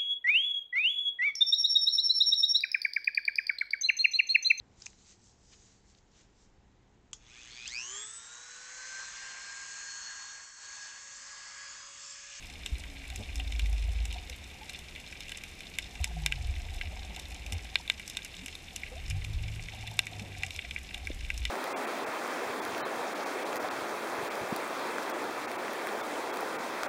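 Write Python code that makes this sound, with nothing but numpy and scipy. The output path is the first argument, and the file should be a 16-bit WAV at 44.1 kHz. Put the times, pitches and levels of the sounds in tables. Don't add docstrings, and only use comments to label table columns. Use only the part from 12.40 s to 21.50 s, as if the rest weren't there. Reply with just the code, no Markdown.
import sys
import numpy as np
from scipy import signal
from scipy.fft import rfft, irfft, next_fast_len
from scipy.io import wavfile
from scipy.ndimage import uniform_filter1d

SR = 44100
rng = np.random.default_rng(int(sys.argv[2]) if len(sys.argv) > 2 else 0)


def dump(signal):
    limited = np.clip(np.atleast_2d(signal).T, -1, 1)
    pcm = np.round(limited * 32767).astype(np.int16)
    wavfile.write(sys.argv[1], SR, pcm)


N = 401310


def from_db(db):
    return 10 ** (np.asarray(db) / 20)


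def rms_one(x):
    return x / np.sqrt(np.mean(x ** 2) + 1e-20)


def add(out, s, sound):
    at = max(round(s * SR), 0)
    out[at:at + len(sound)] += sound[:max(N - at, 0)]


def butter(x, hz, kind, order=2):
    sections = signal.butter(order, hz, kind, fs=SR, output="sos")
    return signal.sosfilt(sections, x + 1e-18)


def resonate(x, hz, width_hz):
    r = np.exp(-np.pi * width_hz / SR)
    feed = np.array([1, 0, -1]) * (1 - r * r) / 2
    feedback = [1, -2 * r * np.cos(2 * np.pi * hz / SR), r * r]
    return signal.lfilter(feed, feedback, x + 1e-18)


def noise(spectrum):
    hz, db = np.transpose(spectrum)
    size = next_fast_len(N)
    bins = np.maximum(np.arange(size // 2 + 1) * SR / size, 1)
    curve_db = np.interp(np.log(bins), np.log(hz), db, left=-120, right=-120)
    white = rfft(rng.standard_normal(size))
    return rms_one(irfft(white * from_db(curve_db), size)[:N])


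def drift(per_s):
    points = rng.standard_normal(4000)
    return rms_one(np.interp(np.arange(N) / SR * per_s, np.arange(len(points)), points))


def clicks(per_s, spread_db):
    sizes = from_db(spread_db * np.minimum(rng.exponential(1, N), 4))
    signed = sizes * rng.choice([-1, 1], N)
    return signed * (rng.random(N) < per_s / SR)


def spells(rows, rise_db_per_s, fall_db_per_s, rest_db):
    t, power = np.arange(N) / SR, from_db(rest_db) ** 2
    for s, hold_s, db in rows:
        before_db = rise_db_per_s * np.maximum(s - t, 0)
        after_db = fall_db_per_s * np.maximum(t - s - hold_s, 0)
        power = power + from_db(db - before_db - after_db) ** 2
    return np.sqrt(power)


def case(x):
    # (frequency [Hz], width [Hz], relative level [dB])
    resonances = [(730, 38, -73), (1606, 67, -3.5), (1973, 102, -1), (2331, 245, 2), (2780, 120, 1.5),
                  (2996, 110, -2.5), (3600, 189, 0.5), (4200, 340, -8.5), (5175, 256, -4.5),
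                  (5860, 2070, -13.5), (7890, 680, -13.5), (8770, 420, -16.5), (10840, 780, -19),
                  (12200, 510, -20), (15000, 830, -35)]
    rung = 0
    for k, (hz, width_hz, db) in enumerate(resonances):
        rung = rung + (-1) ** k * from_db(db) * resonate(x, hz, width_hz)
    return butter(rung, 330, "high")


def far_shrimp(per_s=150, spread_db=5.0, smear_s=0.0036, tilt_db=0.14, level_db=-50.5):
    out, keep = 0, np.exp(-2 / (smear_s * SR))
    for k, hz in enumerate(np.geomspace(2100, 10000, 5)):
        power = signal.lfilter([1], [1, -keep], clicks(per_s, spread_db) ** 2 + 1e-18)
        bursts = rms_one(np.sqrt(power) * rng.standard_normal(N))
        band_hz = [hz / 1.51, min(hz * 1.45, .45 * SR)]
        out = out + from_db(k * tilt_db) * butter(bursts, band_hz, "band")
    return from_db(level_db) * rms_one(case(out))


def sea_wash(level_db=-52.0):
    # (frequency [Hz], relative level per Hz [dB])
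    wash_spectrum = [(20, -5), (70, -3.5), (125, -2.5), (200, -4), (420, -10.5), (750, -14), (1050, -17),
                     (1400, -19), (2300, -8.5), (4600, -21), (7500, -23.5), (12400, -32.5), (15000, -35.5),
                     (16000, -60)]
    return from_db(level_db) * noise(wash_spectrum)


def steadied(x, window_s=0.18):
    return x / np.sqrt(uniform_filter1d(x * x, int(window_s * SR)) + 1e-6)


def moving_water(swell_db=0.5, rumble_db=1.5, gurgle_db=-1.0, slosh_db=-12.0, lumpy_db=2.0, patchy_db=3.5):
    # (time at full strength [s], hold [s], relative slow swell [dB], relative eddies [dB])
    surges = [(0.102, 0.52, -53.5, -52), (0.947, 0.74, -50, -40), (2.45, .08, -70, -59),
              (3.0, 0.21, -57.5, -61), (4.05, 0.39, -45, -40.5), (4.85, 0.37, -64, -50),
              (6.85, 0.18, -42.5, -39.5), (7.95, 0.39, -70, -53.5), (8.9, 0.23, -43, -40)]
    # (time at full strength [s], hold [s], relative level [dB])
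    gurgles = [(.75, 1, -62), (3.7, 0.14, -58), (4.25, 0.76, -57), (7.5, 0.3, -54)]
    # (frequency [Hz], relative level per Hz [dB])
    rumble_spectrum = [(25, -26), (42, -1), (54, 6), (66, 9.5), (82, 5.5), (100, -8.5), (130, -26.5),
                       (250, -36.5), (500, -70)]
    swell_rows = [(s, hold_s, db) for s, hold_s, db, _ in surges]
    rumble_rows = [(s, hold_s, db) for s, hold_s, _, db in surges]
    swell = spells(swell_rows, rise_db_per_s=32, fall_db_per_s=40, rest_db=-63)
    rumble = spells(rumble_rows, rise_db_per_s=34, fall_db_per_s=44, rest_db=-59)
    gurgle = spells(gurgles, rise_db_per_s=31, fall_db_per_s=24, rest_db=-64.5)
    swell, rumble, gurgle = (gain * from_db(lumpy_db * drift(12)) for gain in (swell, rumble, gurgle))

    pressure = steadied(noise([(12, -17), (22, -15), (31, 3), (39, -23), (60, -38)]))
    eddies = steadied(noise(rumble_spectrum))
    low = from_db(swell_db) * swell * pressure + from_db(rumble_db) * rumble * eddies

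    rings = 0
    for hz in np.geomspace(180, 950, 24):
        stirred = clicks(per_s=70, spread_db=5.5) * from_db(patchy_db * drift(10))
        rings = rings + resonate(stirred, hz, hz / 15)
    gurgling = from_db(gurgle_db) * rms_one(resonate(rings, 739, 79))
    slosh = from_db(slosh_db) * rms_one(butter(rings, 300, "low"))
    return low + gurgle * (gurgling + slosh)


def drone(idle_hz=54.4, sag_hz=2.45, waver_hz=1.36, flutter_db=1.0, drone_db=0.5):
    # (time at full strength [s], hold [s], relative level [dB])
    drone_swells = [(.76, .02, -44.5), (1.12, 0.52, -28), (3.7, 0.43, -37), (4.45, 0.18, -41),
                    (4.95, .28, -41.5), (6.55, 0.48, -42.5), (8.95, 0.19, -38.5)]
    gain = spells(drone_swells, rise_db_per_s=68.5, fall_db_per_s=71, rest_db=-61)
    hz = idle_hz - sag_hz * gain / gain.max() + waver_hz * drift(12)
    tone = np.sin(2 * np.pi * np.cumsum(hz) / SR)
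    return gain * from_db(drone_db + flutter_db * drift(11)) * tone


def hums(hum_db=1.0, rough_db=3.0, wobble=0.013, fade_s=0.1):
    # (time [s], length [s], first pitch [Hz], middle pitch [Hz], last pitch [Hz],
    # relative level at the start [dB], fading [dB per s])
    glides = [(0.148, 0.57, 277, 279, 274, -61.5, -5), (0.886, 0.49, 273.3, 278, 270, -53, 24),
              (3.68, 0.48, 173.2, 138.5, 92, -40.5, 15), (4.64, 0.44, 156, 148.5, 136, -53, 29),
              (6.623, 0.64, 89.5, 102.5, 110, -38, 3.5), (7.248, 0.95, 108, 103.5, 84.3, -43.5, 2.5),
              (6.596, 0.72, 133.4, 154, 156, -46, 11), (7.399, 0.79, 160.6, 153.7, 120, -59, -7)]
    out = np.zeros(N)
    shake, stray = from_db(hum_db + rough_db * drift(22)), 1 + wobble * drift(40)
    for s, length_s, first_hz, middle_hz, last_hz, db, fading in glides:
        t = np.arange(N) / SR - s
        arc = np.polyfit([0, .5, 1], [first_hz, middle_hz, last_hz], 2)
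        hz = np.polyval(arc, np.clip(t / length_s, 0, 1))
        fades = np.clip(np.minimum(t, length_s - t) / fade_s, 0, 1)
        gain = fades * from_db(db - fading * np.clip(t, 0, length_s))
        out += gain * shake * np.sin(2 * np.pi * np.cumsum(hz * stray) / SR)
    return out


def snap(body_db, hz, crack_db, far_db=-33.0, thud_db=-20.5, sharpness=1.77, edge=1.245):
    echo_lag_s, echo_db = 0.000327, -9
    crack_above_hz, crack_rolloff_hz = 5260, 12900
    t = np.arange(SR // 14) / SR
    direct = np.clip(from_db(max(body_db, crack_db) - far_db), .3, 3.0)
    tail = .13 * np.exp(-t / .0015) + .022 * np.exp(-t / .011)
    echo = from_db(echo_db) * np.sinc((t - echo_lag_s) * SR)
    pulse = direct * ((t == 0) - echo) + tail * rng.standard_normal(len(t))
    rung = case(pulse)
    body = butter(resonate(rung, hz, hz / sharpness), hz * edge, "low", order=5)
    crack = butter(butter(rung, crack_above_hz, "high", order=6), crack_rolloff_hz, "low")
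    thud = butter(pulse, [520, 1150], "band")
    hardness_db = min(32 * np.log2(hz / 3200), 0)
    parts = (body, body_db), (crack, crack_db), (thud, body_db + thud_db + hardness_db)
    return sum(from_db(db) * part / part[t < .008].std() for part, db in parts)


def near_shrimp():
    # (time [s], body level [dB], centre of the body [Hz], treble crack level [dB])
    near_snaps = [(0.261, -34, 3670, -39.5), (0.7006, -42, 3570, -48), (0.7593, -42, 3600, -40.5),
                  (0.998, -35.5, 2820, -55), (1.1217, -39, 3250, -48.5), (1.194, -34, 3050, -43.5),
                  (1.2585, -41.5, 3080, -52), (1.3282, -48, 3380, -49), (1.6536, -41.5, 3420, -42),
                  (1.726, -42, 2530, -47), (2.295, -39.5, 3570, -43.5), (2.3895, -45.5, 3600, -49),
                  (2.5594, -41, 2560, -57), (2.805, -42.5, 3460, -45), (2.8933, -42.5, 3170, -48),
                  (2.9183, -37.5, 3050, -47), (3.0365, -40, 3450, -47), (3.205, -42.5, 3170, -52),
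                  (3.3858, -29, 2720, -37), (3.6426, -30, 3300, -32), (3.8616, -24.3, 3520, -29),
                  (3.9224, -27, 2550, -44.5), (4.4113, -32.5, 2800, -56), (4.7618, -41.5, 3100, -47),
                  (4.796, -43, 4200, -45), (5.063, -42.5, 2920, -48), (5.1225, -37.5, 3570, -39),
                  (5.3559, -21.5, 3580, -41), (5.4766, -38, 3700, -52), (5.499, -22, 3160, -38),
                  (5.596, -40, 2420, -50), (5.6982, -42, 4200, -40), (5.7697, -30.5, 3600, -37.5),
                  (6.06, -40, 3400, -42), (6.0815, -40, 2950, -47), (6.1523, -40, 3650, -48.5),
                  (6.3612, -39.5, 3250, -36.5), (6.433, -34.5, 2180, -68), (6.707, -38, 2270, -48),
                  (6.8466, -39, 3020, -46), (7.2842, -39, 2300, -57), (7.4736, -40, 3940, -48),
                  (7.5909, -20.5, 3300, -29), (7.668, -36, 2530, -46), (8.0336, -28, 2460, -43.5),
                  (8.106, -38.5, 3050, -48), (8.1618, -42, 4070, -42), (8.1903, -32.5, 2750, -60),
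                  (8.309, -36, 2830, -51), (8.3617, -32, 2240, -65), (8.544, -35, 2860, -47),
                  (8.6709, -33, 2130, -48), (8.902, -28.5, 2290, -48), (9.0522, -29.5, 2630, -39.5)]
    out = np.zeros(N)
    for s, *row in near_snaps:
        add(out, s, snap(*row))
    return out


def scattered_shrimp(count=10, body_db=-44.5, crack_db=-43.0, centre_hz=3100, spread_db=1.5):
    out = np.zeros(N)
    times = rng.uniform(0, N / SR, count)
    for s, (size, colour, hardness) in zip(times, rng.standard_normal((count, 3))):
        hz = centre_hz * 2 ** (colour / 4)
        add(out, s, snap(body_db + spread_db * size, hz, crack_db + spread_db * hardness))
    return out


def blip(hz, db, swell_s, rise_per_s=0):
    t = np.arange(SR // 4) / SR
    shape = (t / swell_s * np.exp(1 - t / swell_s)) ** 2
    return from_db(db) * shape * np.sin(2 * np.pi * hz * t * (1 + rise_per_s * t / 2))


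def blips(rows):
    out = np.zeros(N)
    for s, *row in rows:
        add(out, s, blip(*row))
    return out


def thumps():
    # (time [s], pitch [Hz], peak level [dB], swell time [s])
    pushes = [(.316, 60, -24.5, .018), (.79, 86.5, -34, 0.016), (.788, 221, -41.5, 0.016),
              (3.598, 72, -26.5, 0.02), (4.08, 70.6, -24.5, 0.022), (4.225, 174, -48, 0.016),
              (5.115, 85, -31, 0.028), (5.12, 200, -41, 0.007), (7.81, 203, -40.5, 0.011),
              (8.7005, 292.6, -32.5, 0.0032), (8.7005, 524, -35.5, 0.0027)]
    return blips(pushes)


def bubbles():
    # (time [s], pitch at the start [Hz], peak level [dB], swell time [s], relative pitch rise [per s])
    bubble_rings = [(.8, 437, -54, 0.0082, 0), (1.645, 797, -51, 0.0096, 0.5), (1.885, 497, -51, 0.013, 0),
                    (2.21, 827, -45, 0.011, 3), (3.67, 884, -46, 0.0042, 0), (4.67, 188.8, -50.5, 0.03, 1),
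                    (5.398, 930, -45, 0.0033, 3), (5.96, 166, -48.5, 0.039, 2.5),
                    (6.02, 253, -45.5, 0.016, 2), (6.512, 477, -43.5, 0.014, 3.5),
                    (6.553, 602, -45.5, 0.016, 7), (6.742, 730, -49, 0.014, 3), (8.24, 690, -47, 0.0081, 2)]
    return blips(bubble_rings)


def swirls():
    # (time at the loudest [s], level [dB], half length [s], centre [Hz])
    fin_strokes = [(0.808, -49, 0.017, 380), (4.75, -61.5, 0.13, 463), (5.127, -57, 0.06, 427),
                   (6.528, -57, 0.016, 543), (7.848, -55, 0.094, 336)]
    t, out = np.arange(N) / SR, np.zeros(N)
    for s, db, half_s, hz in fin_strokes:
        swish = rms_one(butter(rng.standard_normal(N), [hz / 1.57, hz * 1.77], "band"))
        out += from_db(db) * swish / (1 + ((t - s) / half_s) ** 4)
    return out


def scene():
    shrimp = far_shrimp() + near_shrimp() + scattered_shrimp()
    water = sea_wash() + moving_water() + thumps() + bubbles() + swirls()
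    return (shrimp + water + drone() + hums())[None]


def record(dry):
    rolled_off = butter(dry, 14800, "low", order=8)
    steep_cut = signal.ellip(10, .2, 90, 16000, fs=SR, output="sos")
    return signal.sosfilt(steep_cut, rolled_off)


dry = scene()
out = record(dry)
dump(out)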